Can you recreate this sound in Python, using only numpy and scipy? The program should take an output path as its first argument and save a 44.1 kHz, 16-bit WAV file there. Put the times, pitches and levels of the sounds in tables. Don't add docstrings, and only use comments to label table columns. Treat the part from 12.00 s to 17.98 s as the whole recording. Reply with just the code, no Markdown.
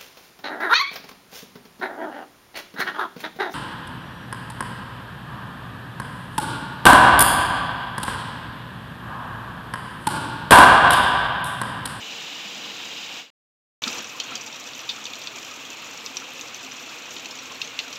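import sys
import numpy as np
from scipy import signal
from scipy.fft import rfft, irfft, next_fast_len
from scipy.io import wavfile
from scipy.ndimage import uniform_filter1d

SR = 44100
rng = np.random.default_rng(int(sys.argv[2]) if len(sys.argv) > 2 else 0)


def to_wav(s):
    ch = np.atleast_2d(s).T
    pcm = np.round(np.clip(ch, -1, 1) * 32767)
    wavfile.write(sys.argv[1], SR, pcm.astype(np.int16))


N = 263718
TIME = np.arange(N) / SR
RETURN_S = 1.819

# (pitch_hz [Hz], level_db [relative dB per Hz])
SPRAY_COLOUR = [(4000, -31), (4800, -2), (5400, -2.5), (5850, -0.5), (6400, -3), (7000, -1), (8000, -12),
                (9500, -26), (11000, -25), (11950, -14.5), (12600, -19), (13500, -16.5), (14300, -20.5),
                (15700, -21)]


def from_db(db):
    return 10 ** (np.asarray(db) / 20)


def rms_one(x):
    return x / np.sqrt(np.mean(x ** 2) + 1e-20)


def drift(rate_hz):
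    step = 40
    r = np.exp(-2 * np.pi * rate_hz * step / SR)
    noise = rng.standard_normal(N // step + 2002)
    slow = signal.lfilter([1], [1, -2 * r, r * r], noise)[2000:]
    return np.interp(np.arange(N) / step, np.arange(len(slow)), rms_one(slow))


def coloured(x, spectrum):
    size = 2 * next_fast_len(len(x) // 2 + 2048)
    pitch_hz, level_db = np.transpose(spectrum)
    bins_hz = np.maximum(np.arange(size // 2 + 1) * SR / size, 1)
    gain = from_db(np.interp(np.log(bins_hz), np.log(pitch_hz), level_db))
    cepstrum = irfft(np.log(gain))
    cepstrum[1:size // 2] *= 2
    cepstrum[size // 2 + 1:] = 0
    return irfft(rfft(x, size) * np.exp(rfft(cepstrum)))[:len(x)]


def resonance(x, hz, width_hz):
    r = np.exp(-np.pi * width_hz / SR)
    feed_in = np.array([1, 0, -1]) * (1 - r * r) / 2
    feed_back = [1, -2 * r * np.cos(2 * np.pi * hz / SR), r * r]
    return signal.lfilter(feed_in, feed_back, x + 1e-18)


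def impacts(per_s, spread_db):
    sizes = from_db(spread_db * np.minimum(rng.exponential(1, N), 4))
    return (rng.random(N) < per_s / SR) * sizes * rng.choice([-1, 1], N)


def bubbles(per_s, spread_db, low_hz, high_hz, sharpness, count):
    clicks = impacts(per_s, spread_db)
    pocket = rng.integers(0, count, N)
    total = np.zeros(N)
    for k, hz in enumerate(np.linspace(low_hz, high_hz, count)):
        total += rms_one(resonance(clicks * (pocket == k), hz, hz / sharpness))
    return rms_one(total)


def splashes(per_s, spread_db, decay_s):
    hits = impacts(per_s, spread_db) ** 2 + 1e-12
    energy = signal.lfilter([1], [1, -np.exp(-2 / (decay_s * SR))], hits)
    return rms_one(np.sqrt(energy) * rng.standard_normal(N))


def over_wash(grains, wash_db, flicker_db):
    wash = from_db(wash_db + flicker_db * drift(25)) * rng.standard_normal(N)
    return rms_one(grains + wash)


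def trickle(levels_db, layers):
    total = np.zeros(N)
    for level_db, (grains, colour) in zip(levels_db, layers):
        total += from_db(level_db) * rms_one(coloured(grains, colour))
    return total


def far_trickle():
    # (pitch_hz [Hz], level_db [relative dB per Hz])
    gurgle_colour = [(21, -67), (35, -44.5), (70, -24.5), (97, -12.5), (191, 0), (239, -2), (339, -1.5),
                     (376, -8), (463, -0.5), (632, -5.5), (701, -2.5), (1820, -4), (2200, -14.5),
                     (2860, -29.5), (4840, -120)]
    patter_colour = [(1120, -42), (1900, -12.5), (2860, -2.5), (3350, -7.5), (3780, -6), (4500, -15),
                     (5000, -11), (6500, -52.5), (11000, -120)]
    # (gurgle_db, patter_db, spray_db) [dB]
    levels_db = (-43.5, -36, -44.5)
    gurgle = over_wash(bubbles(500, 2, 200, 2000, sharpness=22, count=36), wash_db=15, flicker_db=0.5)
    patter = over_wash(bubbles(1100, 2, 2200, 4600, sharpness=55, count=36), wash_db=9.5, flicker_db=0.7)
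    ticks = rms_one(resonance(splashes(120, 0.9, 0.004), 5600, 1800))
    droplets = splashes(320, 2.6, 0.002) + from_db(-0.5) * ticks
    spray = over_wash(droplets, wash_db=9, flicker_db=0.2)
    return trickle(levels_db, [(gurgle, gurgle_colour), (patter, patter_colour), (spray, SPRAY_COLOUR)])


def level_raises():
    # (start_s of the hold [s], hold_s [s], gurgle_and_patter_db [dB], spray_db [dB])
    raises = [(1.826, 0.172, 6, 6), (2.323, 0.027, 4.5, -1)]
    rise_s, fall_s = 0.043, 0.023
    body = spray = 0
    for start_s, hold_s, body_db, spray_db in raises:
        before = np.maximum(start_s - TIME, 0)
        after = np.maximum(TIME - start_s - hold_s, 0)
        shape = np.exp(-before / rise_s - after / fall_s)
        body = body + body_db * shape
        spray = spray + spray_db * shape
    return np.array([body, body, spray])


def near_trickle():
    # (pitch_hz [Hz], level_db [relative dB per Hz])
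    gurgle_colour = [(21, -50), (35, -39), (51, -25.5), (118, -8), (198, -10), (248, -1), (403, -9),
                     (479, -3), (590, -8.5), (654, -6), (834, -6.5), (1220, -4), (1610, -7.5),
                     (1980, -10.5), (2200, -9), (2860, -22.5), (4840, -120)]
    patter_colour = [(1120, -38), (1900, -9), (2300, -3.5), (2540, 1), (2990, -3.5), (3300, -3.5),
                     (4370, -9), (5000, -23), (6500, -32), (11000, -120)]
    # (gurgle_db, patter_db, spray_db) [dB]
    levels_db = (-44, -41, -46)
    gurgle = over_wash(bubbles(400, 1.9, 219.4, 1917, sharpness=30, count=36), wash_db=13, flicker_db=0.65)
    patter = over_wash(bubbles(1000, 2.8, 2220, 4587, sharpness=59, count=36), wash_db=12.5, flicker_db=0.54)
    ticks = rms_one(resonance(splashes(50, 4.1, 0.0066), 5950, 2100))
    mist = rms_one(resonance(splashes(35, 1.6, 0.0027), 12900, 3000))
    droplets = ticks + from_db(2) * mist + from_db(-1) * splashes(130, 2.1, 0.0021)
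    spray = over_wash(droplets, wash_db=10, flicker_db=1.5)
    layers = [(gurgle, gurgle_colour), (patter, patter_colour), (spray, SPRAY_COLOUR)]
    return trickle(np.array(levels_db)[:, None] + level_raises(), layers)


def small_drops():
    gap_s, jitter_s = 0.055, 0.025
    spread_db, spread_octaves = 2, 0.14
    beats = np.arange(RETURN_S, TIME[-1], gap_s)
    when, tick, high, plip, low = rng.standard_normal((5, len(beats)))
    start_s = np.clip(beats + jitter_s * when, 0, TIME[-1])
    tick_db = -27.5 + spread_db * tick
    tick_hz = 6000 * 2 ** (spread_octaves * high)
    plip_db = -41 + spread_db * plip
    plip_hz = 3150 * 2 ** (spread_octaves * low)
    return np.transpose([start_s, tick_db, tick_hz, plip_db, plip_hz])


def splash_ring(burst, colour, hz, body_width_hz, ring_width_hz, ring_db):
    body = resonance(coloured(burst, colour), hz, body_width_hz)
    sound = body + from_db(ring_db) * resonance(body, hz, ring_width_hz)
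    return sound * np.sqrt(np.sum(burst ** 2) / np.sum(sound ** 2))


def drops(rows):
    # (pitch_hz [Hz], level_db [relative dB per Hz])
    tick_colour = [(60, -61), (2000, -28), (3600, -6), (4400, -5), (5000, 2), (6000, 4.5), (7100, 0.5),
                   (8200, -10.5), (9700, -24.5), (12000, -8.5), (15700, -17)]
    plip_colour = [(60, -52), (300, -30), (1500, -15), (2100, -0.5), (2550, -1), (3600, 0), (4400, 3),
                   (5200, -6), (7000, -9), (9500, -44), (15700, -35)]
    rise_s, crack_s, tail_s = 0.00031, 0.00098, 0.047
    size = 4096
    out = np.zeros(N + size)
    t = np.arange(size) / SR
    rise = 1 - np.exp(-t / rise_s)
    crack_and_scatter = from_db(-1) * np.exp(-t / crack_s) + from_db(-20) * np.exp(-t / tail_s)
    for start_s, tick_db, tick_hz, plip_db, plip_hz in rows:
        tick_noise, plip_noise, lumps = rng.standard_normal((3, size))
        lumps = rms_one(uniform_filter1d(lumps, size=64))
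        ragged = rise * rms_one(from_db(3 * np.tanh(lumps)))
        splash_s = 0.0042 * 2 ** ((max(tick_db, plip_db) + 23.5) / 30)
        tick_burst = tick_noise * ragged * (np.exp(-t / splash_s) + crack_and_scatter)
        tick = splash_ring(tick_burst, tick_colour, tick_hz, 4300, 340, ring_db=8.5)
        plip_burst = plip_noise * ragged * (np.exp(-t / (1.56 * splash_s)) + crack_and_scatter)
        plip = splash_ring(plip_burst, plip_colour, plip_hz, 2100, 140, ring_db=5.5)
        at = int(start_s * SR)
        out[at:at + size] += from_db(tick_db - 9.5) * tick + from_db(plip_db) * plip
    return out[:N]


def hollow(x):
    # (pitch_hz [Hz], width_hz [Hz], level_db [dB relative to the direct sound])
    rings = [(2530, 170, -0.5), (2950, 140, -3), (3620, 160, -0.5), (4330, 250, -4.5), (5890, 230, -6.5)]
    total = x
    for pitch_hz, width_hz, level_db in rings:
        total = total + from_db(level_db) * resonance(x, pitch_hz, width_hz)
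    return from_db(-3) * total


def bumps():
    # (start_s [s], level_db [dB before the rise and decay], pitch_hz [Hz], decay_s [s])
    knocks = [(1.865, -22, 232, 0.0093), (1.873, -17.5, 1320, 0.003), (2.145, -34, 1047, 0.014),
              (2.315, -27, 1336, 0.0087), (2.466, -36, 877, 0.012), (2.978, -31, 1300, .007),
              (3.513, -32, 1230, .008), (4.219, -27.5, 1340, 0.0038), (5.159, -31.5, 286, 0.011),
              (5.505, -35.5, 1050, 0.013)]
    out = np.zeros(N)
    for start_s, level_db, pitch_hz, decay_s in knocks:
        t = np.maximum(TIME - start_s, 0)
        roughness = rms_one(resonance(rng.standard_normal(N), pitch_hz, pitch_hz / 4))
        tone = np.sin(2 * np.pi * pitch_hz * t) + 0.49 * roughness
        rise = 1 - np.exp(-t / (0.38 * decay_s))
        out += from_db(level_db) * rise * np.exp(-t / decay_s) * tone
    return signal.sosfilt(signal.butter(6, 150, "high", fs=SR, output="sos"), out + 1e-12)


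def scene():
    # (start_s [s], tick_db [relative dB], tick_hz [Hz], plip_db [relative dB], plip_hz [Hz])
    loud_drops = [(1.8375, -20.5, 4330, -20.5, 3520), (1.8775, -13.5, 4830, -29, 3800),
                  (1.9288, -19, 6200, -37, 2760), (1.9828, -18.5, 5860, -42, 2820),
                  (2.044, -24, 5860, -38, 2740), (2.2, -14.5, 4330, -21.5, 3150),
                  (2.354, -14, 4760, -30, 3210), (2.4105, -20.5, 5850, -42, 3100),
                  (2.4628, -21, 7240, -42, 2800), (2.7337, -26, 4400, -35, 3560),
                  (2.792, -23, 5930, -34.5, 2770), (2.8902, -20, 4400, -20.5, 3590),
                  (2.8988, -24, 5000, -22.5, 3640), (3.0544, -22.5, 6230, -29.5, 3500),
                  (3.0654, -24, 4330, -33.5, 2850), (3.134, -27, 6820, -29, 3260),
                  (3.216, -26, 4380, -36, 3550), (3.272, -23, 4280, -27, 3300),
                  (4.061, -18.5, 5170, -33, 3830), (4.1687, -14, 5650, -30.5, 3100),
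                  (4.4104, -19, 6200, -37, 3550), (4.5453, -22.5, 6200, -42, 2990),
                  (4.7192, -22.5, 5900, -48, 3540), (5.1646, -33, 4120, -30, 3100),
                  (5.2565, -23, 6250, -32, 2700), (5.3093, -21, 5250, -37, 3570),
                  (5.3876, -25, 5780, -34, 2670), (5.6158, -18, 3600, -23, 2700),
                  (5.7893, -20.5, 4150, -19.5, 2715), (5.9267, -22, 5900, -32, 3200)]
    fade_start_s, fade_end_s = 1.195, 1.303
    fade = np.clip((fade_end_s - TIME) / (fade_end_s - fade_start_s), 0, 1)
    far = far_trickle() * from_db(-21 * (1 - fade)) * (TIME < fade_end_s)
    near = near_trickle() + hollow(drops([*loud_drops, *small_drops()])) + bumps()
    cut_in = np.clip((TIME - RETURN_S) / 0.002, 0, 1)
    return (far + near * cut_in)[None]


def record(dry):
    return signal.sosfilt(signal.ellip(12, 0.1, 80, 15750, fs=SR, output="sos"), dry)


dry = scene()
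out = record(dry)
to_wav(out)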